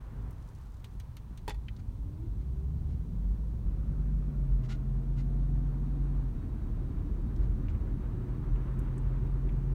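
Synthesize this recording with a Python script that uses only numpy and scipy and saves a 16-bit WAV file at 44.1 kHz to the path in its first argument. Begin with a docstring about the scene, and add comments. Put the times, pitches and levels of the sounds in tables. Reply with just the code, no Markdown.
"""Inside a hybrid car that creeps in traffic and then pulls away, over the rumble of the road.
The steering wheel creaks in the grip and a ratchet clicks as it turns back. The electric motor's whine
starts to climb, a plastic catch snaps once, and soft scuffs come and go, some of them a hand on the wheel.
The generator cranks the petrol engine, which clatters and booms in the cabin as the tyres grow louder.
Late on, road bumps boom, the trim ticks, the engine pulls again and another car goes by."""
import sys
import numpy as np
from scipy import signal
from scipy.fft import rfft, irfft, next_fast_len
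from scipy.io import wavfile
from scipy.ndimage import uniform_filter1d

SR = 44100
rng = np.random.default_rng(int(sys.argv[2]) if len(sys.argv) > 2 else 0)


def inscribe(sig):
    """Save sig as 16-bit PCM at rate SR to the path in sys.argv[1].

    A 1-D sig is mono; a 2-D sig holds one channel per row.
    Samples are clipped to [-1, 1] before scaling.
    """
    pcm = np.round(np.clip(np.atleast_2d(sig).T, -1, 1) * 32767)
    wavfile.write(sys.argv[1], SR, pcm.astype(np.int16))


N = 429534
TIME = np.arange(N) / SR

# speed of the car, as the pitch of the motor's whine: (time [s], pitch [Hz])
MOTOR_PITCH = [(1.15, 124.9), (1.7, 209.9), (2.3, 338), (2.9, 444.7), (4.2, 581.5), (5.6, 735), (7.2, 835),
               (9.74, 890)]
CRUISE_HZ = 890   # that pitch at the highest speed
# speed of the four-cylinder engine: (time [s], firing rate [Hz])
FIRING_RATE = [(3.5, 37), (3.8, 49.5), (4.32, 48), (4.64, 42.3), (5.0, 44.8), (5.52, 46.2), (6.13, 46.5),
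               (6.4, 40.5), (7.3, 40.2), (8.17, 41.9), (9.74, 44.5)]


def electric_drive(wobble=0.011, flutter_db=3, handover_s=2.886, shaft_db_per_doubling=14.5):
    """The motor whines six times a shaft cycle; its shaft hums while it pulls the car alone."""
    # the whine comes and goes as it sweeps the cabin's modes: (pitch [Hz], level [dB])
    cabin_response = [(240, -74), (295, -52.5), (335, -59), (365, -67), (395, -61), (430, -72), (595, -80),
                      (640, -70), (775, -72), (810, -86)]
    hz = in_time(MOTOR_PITCH)
    phase = turning(hz * (1 + wobble * drift(60)))
    shaft_db = -33 + shaft_db_per_doubling * np.log2(hz / np.interp(handover_s, TIME, hz))
    alone = 1 - fade_in(handover_s, 0.15)
    shaft = alone * from_db(shaft_db + drift(10)) * np.sin(phase / 6)
    whine = from_db(look_up(cabin_response, hz) + flutter_db * drift(16)) * np.sin(phase)
    overtone = from_db(-73) * swell_at(2.07, 0.19) * np.sin(2 * phase)   # only at low speed
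    return np.sqrt(2) * fade_in(MOTOR_PITCH[0][0], 0.37) * (shaft + whine + overtone)


def engine(wobble=0.003, throb=0.25, cabin_hz=135, cabin_half_width_hz=12):
    """The firing booms in the cabin; orders three and five sing under load, order two when coasting."""
    # strength of the boom: (firing rate [Hz], level [dB])
    boom_levels = [(40, -37.5), (42.5, -35.5), (43.8, -30.5), (47, -30.5), (50, -33)]
    # spells under load: (start [s], attack [s], end [s])
    pulls = [(3.65, 0.33, 6.25), (8.1, 0.14, 9.8)]
    firing = in_time(FIRING_RATE)
    phase = turning(firing * (1 + wobble * drift(14)))
    running = fade_in(FIRING_RATE[0][0], 0.16)
    loaded = sum(held(start, attack, end, release_s=0.17) for start, attack, end in pulls)
    boom = from_db(look_up(boom_levels, firing) + 0.8 * drift(12)) * np.sin(phase)
    second = from_db(-44) * (1 - loaded) * np.sin(2 * phase)
    third = from_db(-37) * loaded * (1 + throb * np.sin(phase / 2)) * np.sin(3 * phase)
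    third /= np.hypot(1, (3 * firing - cabin_hz) / cabin_half_width_hz)   # loudest on the cabin mode
    fifth = from_db(-56) * loaded * np.sin(5 * phase)
    return np.sqrt(2) * running * (boom + second + third + fifth)


def clatter(level_db=-60.5, beat_depth=0.34):
    """Valves and chain rasp in time with the firing as the engine takes up the load, then settle."""
    # colour of the rasp: (frequency [Hz], level [dB])
    rasp = [(270, 5), (335, 21), (420, 3.5), (510, 9), (800, -11.5), (1250, 3), (1700, -9), (2700, -14)]
    envelope = held(start_s=3.62, attack_s=0.055, end_s=4.33, release_s=1.0)
    beat = 1 + beat_depth * np.sin(turning(in_time(FIRING_RATE)))
    return from_db(level_db) * envelope * beat * noise(rasp)


def generator(top_s=3.92, top_hz=66.2, sweep_hz_per_s=27, body_hz=49.7, body_width_hz=1.7):
    """The generator cranks the engine, then slows; its hum swells each time it crosses the body mode."""
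    hz = top_hz - sweep_hz_per_s * np.abs(TIME - top_s)
    resonance = from_db(-29.5) / np.hypot(1, 2 * (hz - body_hz) / body_width_hz)
    direct = from_db(-42) * hz / top_hz
    cranking = held(start_s=2.75, attack_s=0.026, end_s=4.57, release_s=0.026)
    return np.sqrt(2) * cranking * (resonance + direct) * from_db(drift(13)) * np.sin(turning(hz))


def road(rumble_knee_hz=305, drone_knee_hz=853, roar_db_per_doubling=14.5, flutter_db=1.02):
    """Asphalt shakes the suspension, drums in the tyres and roars under the tread, more so with speed."""
    # colours of the three bands, each: (frequency [Hz], level [dB])
    suspension_colour = [(18, -11), (42, -1.5), (54, 5), (70, -4), (95, -5), (125, -4), (160, -15),
                         (200, -38)]
    tyre_colour = [(110, -22.5), (165, 6.5), (195, -1.5), (215, 4), (245, -3), (290, -2.5), (325, -11),
                   (385, -10), (520, -20), (800, -26)]
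    roar_colour = [(300, 5), (500, 3), (680, -4.5), (930, 1), (1400, -3.5), (3200, -21), (5000, -36.5),
                   (9000, -61)]
    # rough and smooth asphalt: (middle [s], half length [s], extra rumble [dB], extra drone [dB])
    patches = [(0.235, 0.12, 5, 8.5), (1.03, 0.086, 3, -3), (5.198, 0.85, -3, 0.5), (7.6, 0.53, 2.5, 1.5)]
    speed = in_time(MOTOR_PITCH)
    rumble_db = -35.5 + sum(db * swell_at(s, half) for s, half, db, _ in patches)
    drone_db = -42.5 + sum(db * swell_at(s, half) for s, half, _, db in patches)
    # rumble and drone level off once the motor's pitch passes their knees
    rumble_gain = from_db(rumble_db) / np.hypot(1, rumble_knee_hz / speed)
    drone_gain = from_db(drone_db) / np.hypot(1, drone_knee_hz / speed)
    coarse_db = 4 * fade_in(2.8, 0.089)   # the asphalt turns coarser
    roar_db = -63 + roar_db_per_doubling * np.log2(speed / CRUISE_HZ) + coarse_db
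    roar_gain = np.sqrt(from_db(roar_db) ** 2 + traffic_power())   # other cars share this band
    rumble = rumble_gain * steadied(noise(suspension_colour), span_s=0.18, share=1)
    drone = drone_gain * steadied(noise(tyre_colour), span_s=0.088, share=0.31)
    roar = roar_gain * from_db(flutter_db * drift(25)) * noise(roar_colour)
    return rumble + drone + roar


def low_booms(ring_cycles=18.5, rise_cycles=4.6, low_cut_hz=30):
    """Low booms swell and die away: road bumps, plus a brief 95 Hz hum as the car gathers speed."""
    # low booms: (time [s], level [dB], pitch [Hz])
    booms = [(0.201, -36, 51.3), (1.519, -29.5, 53), (2.039, -33, 95), (2.261, -28, 46.2),
             (7.38, -18.5, 46.9), (7.68, -28.5, 72), (8.5, -22, 42.5), (9.219, -34, 81.4)]
    out = np.zeros(N)
    for s, db, hz in booms:
        swell = dying(s, ring_cycles / hz) - dying(s, rise_cycles / hz)
        out += 2 * from_db(db) * swell * np.sin(2 * np.pi * hz * (TIME - s))
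    return filtered(out, low_cut_hz, "high")


def knocks(t60=0.13):
    """Each joint in the asphalt sends a short, dull thump through the suspension."""
    # joints under the tyres: (time [s], level [dB])
    joints = [(.924, -41.5), (0.952, -46), (1.309, -42), (1.784, -43.5)]
    # colour of a thump: (frequency [Hz], level [dB])
    colour = [(70, -23), (130, 1), (210, -6), (500, -33)]
    envelope = sum(from_db(db) * dying(s, t60) for s, db in joints)
    thumps = envelope * steadied(noise(colour), span_s=0.02, share=0.44)
    return filtered(thumps, colour[-1][0], "low")


def tread(long_ratio=0.336, short_ratio=0.42, width_hz=55, short_db_per_doubling=14):
    """Unevenly spaced tread blocks give blurred, climbing hums; the short ones sing higher, at speed."""
    # how the cabin passes the long blocks' hum: (pitch [Hz], level [dB])
    cabin_response = [(100, -51.5), (145, -42.5), (205, -52.5), (280, -51.5), (350, -62)]
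    speed = in_time(MOTOR_PITCH)
    long_hz = long_ratio * speed
    long_blocks = from_db(look_up(cabin_response, long_hz)) * hum(long_hz, width_hz)
    short_db = -55 + short_db_per_doubling * np.log2(speed / CRUISE_HZ)
    return long_blocks + from_db(short_db) * hum(short_ratio * speed, width_hz)


def catch(panel_below_hz=1400, crack_db=-9, crack_t60=0.062, edge_t60=0.028):
    """A plastic catch snaps and rebounds; the first rebound shakes the low modes of its panel fully, the later
    ones barely move them."""
    # snap and rebounds: (time [s], level [dB], share reaching the panel [0-1], sharp edge [dB])
    contacts = [(1.479, -31.5, 0.9, -9), (1.487, -42.5, 1, -22), (1.495, -34, 0.074, -10),
                (1.506, -36, 0.33, -24), (1.545, -50.5, 0.35, -9)]
    # ring of the catch and its panel: (frequency [Hz], level [dB], t60 [s])
    modes = [(414, -8, 0.15), (812, -4, 0.12), (860, 0, 0.043), (950, -1, 0.058), (1880, -15, 0.079),
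             (1940, -17, 0.063), (2310, -16, .06), (2550, -14, 0.039), (3360, -20, 0.062),
             (3476, -17, 0.085), (4410, -16, 0.052)]
    # colours of the crack and of its sharp edge, each: (frequency [Hz], level [dB])
    crack_colour = [(200, 12.5), (900, -2), (2000, -1.5), (3500, -3.5), (10000, -18.5)]
    edge_colour = [(3000, -3), (6000, -1), (12500, 0), (16000, -11)]
    ringing, crack, edge, direct = np.zeros((4, N))
    for hz, db, t60 in modes:
        clicks = np.zeros(N)
        for s, blow_db, panel_share, _ in contacts:
            reach = panel_share if hz < panel_below_hz else 1
            clicks[round(s * SR)] = from_db(blow_db + db) * reach * rng.choice([-1, 1])
        ringing += ring(clicks, hz, t60)
    for s, blow_db, _, edge_db in contacts:
        crack += from_db(blow_db + crack_db) * dying(s, crack_t60)
        edge += 0.5 * from_db(blow_db + edge_db) * dying(s, edge_t60)
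        direct[round(s * SR)] = 2 * from_db(blow_db + edge_db)
    snap = filtered(direct, 2500, "high", order=1)   # the bare impulse, ahead of its reflections
    return ringing + snap + crack * noise(crack_colour) + edge * noise(edge_colour)


def ratchet(body_t60=0.068, treble_t60=0.021, split_hz=6500):
    """A pawl in the steering column drops from tooth to tooth, and its housing rings briefly."""
    # drops of the pawl: (time [s], level [dB])
    teeth = [(0.8434, -50.5), (.999, -51), (1.168, -51.5), (1.375, -52.5)]
    # ring of the housing: (frequency [Hz], level [dB])
    colour = [(800, -1), (2500, 3), (4300, 4.5), (5200, -4), (6400, 4), (7900, -6), (8800, 5.5),
              (10200, -13), (14000, 2), (15500, -12)]
    housing = noise(colour)
    body = signal.sosfiltfilt(signal.butter(2, split_hz, fs=SR, output="sos"), housing)
    treble = housing - body
    return sum(from_db(db) * (body * dying(s, body_t60) + treble * dying(s, treble_t60))
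               for s, db in teeth)


def ticks(direct_db=15, t60=0.042):
    """The trim slips at different spots: each tick is a bare impulse, then its own close reflections."""
    # slips: (time [s], level [dB], centre [Hz], spread each way [octaves])
    slips = [(.308, -60, 11500, 0.75), (1.684, -44, 2350, 0.35), (1.765, -60, 3240, 0.7),
             (7.363, -63, 4500, 0.65), (7.6842, -53, 2170, 0.36), (7.749, -61, 2300, 0.18),
             (8.56, -59, 2320, 0.28), (8.792, -58, 9400, 0.57), (8.98, -59, 7750, 0.26),
             (9.49, -55.5, 2348, 0.23)]
    out = np.zeros(N)
    age = np.arange(SR // 8) / SR
    decay = np.exp(-np.log(1000) * age / t60)
    for s, db, hz, octaves in slips:
        tick = rng.standard_normal(len(age)) * decay + from_db(direct_db) * (age == 0)
        band_hz = np.clip([hz / 2 ** octaves, hz * 2 ** octaves], 100, 0.45 * SR)
        tick = rms_one(filtered(tick, band_hz, "band")) * np.sqrt(np.mean(decay ** 2))
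        at = round(s * SR)
        out[at:at + len(age)] += from_db(db) * tick[:N - at]
    return out


def scuffs(ribs_per_s=190, unevenness=0.151, taper=3.9):
    """Short, soft scuffs in the cabin with a ribbed grain, some of them a hand on the wheel."""
    # scuffs: (middle [s], level [dB], half length [s])
    touches = [(1.799, -66, .009), (2.42, -75, .015), (2.915, -72, 0.029), (4.65, -63.5, 0.016),
               (4.696, -58, .006), (4.717, -51, 0.016), (4.75, -64, 0.01), (5.196, -60.5, 0.02),
               (7.436, -70, 0.024), (7.703, -66.5, .01)]
    # colour of a scuff: (frequency [Hz], level [dB])
    colour = [(700, 1.5), (4200, -2), (7000, -10), (16000, -37.5)]
    # wheel resonances that tint the scuffs: (frequency [Hz], width [Hz], boost [dB])
    modes = [(1434, 70, 13), (2080, 110, 7.5), (2870, 110, 6), (4030, 86, 2), (6720, 130, 10)]
    envelope = sum(from_db(db) * swell_at(s, half, taper) for s, db, half in touches)
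    rib_phase = turning(ribs_per_s * (1 + unevenness * drift(ribs_per_s)))
    ribs = rms_one(from_db(np.sin(rib_phase)))   # a ripple of 1 dB each way
    hz = np.geomspace(colour[0][0], colour[-1][0], 400)
    boost_db = sum(db / (1 + (2 * (hz - centre) / width) ** 2) for centre, width, db in modes)
    return envelope * ribs * noise(np.transpose([hz, look_up(colour, hz) + boost_db]))


def creaking(level_db=-74, slips_per_s=150, decay_s=0.004, middle_s=0.56, spread_s=0.26):
    """The grip on the turning wheel gives tiny separate slips while the car creeps."""
    colour = [(1800, -4), (6000, 3), (16000, -10)]   # (frequency [Hz], level [dB])
    swell = np.exp(-0.5 * ((TIME - middle_s) / spread_s) ** 2)
    slips = (rng.random(N) < slips_per_s / SR).astype(float)
    grains = signal.lfilter([1], [1, -np.exp(-1 / (decay_s * SR))], slips + 1e-18)
    return from_db(level_db) * swell * grains * noise(colour)


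def traffic_power(far_db=-71):
    """Power of the street's roar: steady far traffic, and a swell as each car goes by."""
    # passing cars: (time when nearest [s], half length [s], level [dB])
    cars = [(0.097, 0.33, -61.5), (8.867, 0.31, -57.5)]
    passing = sum(from_db(db) ** 2 / (1 + ((TIME - s) / half) ** 2) for s, half, db in cars)
    return from_db(far_db) ** 2 + passing


def cabin_air(hiss_db=-69, buzz_hz=996.3, whistle_hz=15002, singing_from_s=5.3):
    """A bed of faint hiss, electronic buzz, a thin whistle and, later, a blurred electrical whine."""
    # hiss of the still cabin: (frequency [Hz], level [dB])
    hiss_colour = [(200, -3.5), (950, 18), (1500, 1.5), (4200, 1), (5000, -3.5), (6000, -1.5), (7400, -6),
                   (8700, -3), (10400, -7), (16000, -5.5)]
    # tones of the electrical whine: (frequency [Hz], level [dB])
    tones = [(3790, -88.5), (4375, -93), (6020, -94.5), (8430, -95)]
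    buzz = from_db(-98) * sum(np.sin(2 * np.pi * (k * buzz_hz * TIME + rng.random()))
                              for k in range(4, 11))
    whistle = from_db(-91) * np.sin(2 * np.pi * whistle_hz * TIME)
    singing = (TIME > singing_from_s) * sum(from_db(db) * hum(hz, width_hz=45) for hz, db in tones)
    return from_db(hiss_db) * noise(hiss_colour) + np.sqrt(2) * (buzz + whistle) + singing


def from_db(db):
    """Decibels to gain."""
    return 10 ** (np.asarray(db) / 20)


def rms_one(x):
    """Scale to unit power."""
    return x / np.sqrt(np.mean(x ** 2) + 1e-20)


def look_up(curve, x):
    """Value of a two-column curve at x."""
    return np.interp(x, *np.transpose(curve))


def in_time(curve):
    """A curve over time, at every sample."""
    return look_up(curve, TIME)


def filtered(x, hz, kind, order=2):
    """Low-, high- or band-pass filter."""
    return signal.sosfilt(signal.butter(order, hz, kind, fs=SR, output="sos"), x)


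def noise(spectrum):
    """Unit-power noise coloured by rows of (frequency [Hz], level [dB])."""
    hz, db = np.transpose(spectrum)
    size = next_fast_len(N)
    bins = np.maximum(np.fft.rfftfreq(size, 1 / SR), 1)
    colour = from_db(np.interp(np.log(bins), np.log(hz), db, left=-np.inf, right=-np.inf))
    return rms_one(irfft(rfft(rng.standard_normal(size)) * colour, size)[:N])


def drift(rate):
    """Random wander of unit power, changing about rate times a second."""
    return rms_one(np.interp(TIME * rate, np.arange(2000), rng.standard_normal(2000)))


def steadied(x, span_s, share):
    """Noise with a share of its slow swells evened out."""
    power = uniform_filter1d(x ** 2, int(span_s * SR)) + 1e-12
    return rms_one(x / power ** (share / 2))


def turning(hz):
    """Phase of something that turns at a changing rate."""
    return 2 * np.pi * np.cumsum(hz) / SR


def hum(hz, width_hz):
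    """A blurred tone of about unit power."""
    phase = turning(hz * np.ones(N))
    return drift(width_hz) * np.cos(phase) + drift(width_hz) * np.sin(phase)


def ring(clicks, hz, t60):
    """A unit click sets a sine of height 1 ringing."""
    decay, step = from_db(-60 / (t60 * SR)), 2 * np.pi * hz / SR
    return signal.lfilter([0, np.sin(step)], [1, -2 * decay * np.cos(step), decay ** 2], clicks + 1e-18)


def dying(start_s, t60):
    """Envelope that jumps to 1 and falls 60 dB in t60 seconds."""
    return (TIME >= start_s) * np.exp(-np.log(1000) * np.clip((TIME - start_s) / t60, 0, 3))


def swell_at(s, half_s, taper=4):
    """A smooth hump of height 1 around a moment."""
    return 1 / (1 + np.abs((TIME - s) / half_s) ** taper)


def fade_in(start_s, length_s):
    """A straight ramp from 0 to 1."""
    return np.clip((TIME - start_s) / length_s, 0, 1)


def held(start_s, attack_s, end_s, release_s):
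    """Envelope that rises from start_s, holds at 1 and falls from end_s."""
    return fade_in(start_s, attack_s) * (1 - fade_in(end_s, release_s))


def scene():
    """The mono mix, as heard from the driver's seat."""
    rolling = road() + tread() + low_booms() + knocks()
    drive = engine() + clatter() + electric_drive() + generator()
    cabin = catch() + ticks() + ratchet() + scuffs() + creaking() + cabin_air()
    return (rolling + drive + cabin)[None]


def record(dry, cutoff_hz=15900, fade_s=0.008):
    """The ends are eased and the top is cut steeply."""
    ends = np.clip(np.minimum(TIME, TIME[-1] - TIME) / fade_s, 0, 1)
    return signal.sosfilt(signal.ellip(10, 0.1, 80, cutoff_hz, fs=SR, output="sos"), dry * ends)


dry = scene()
out = record(dry)
inscribe(out)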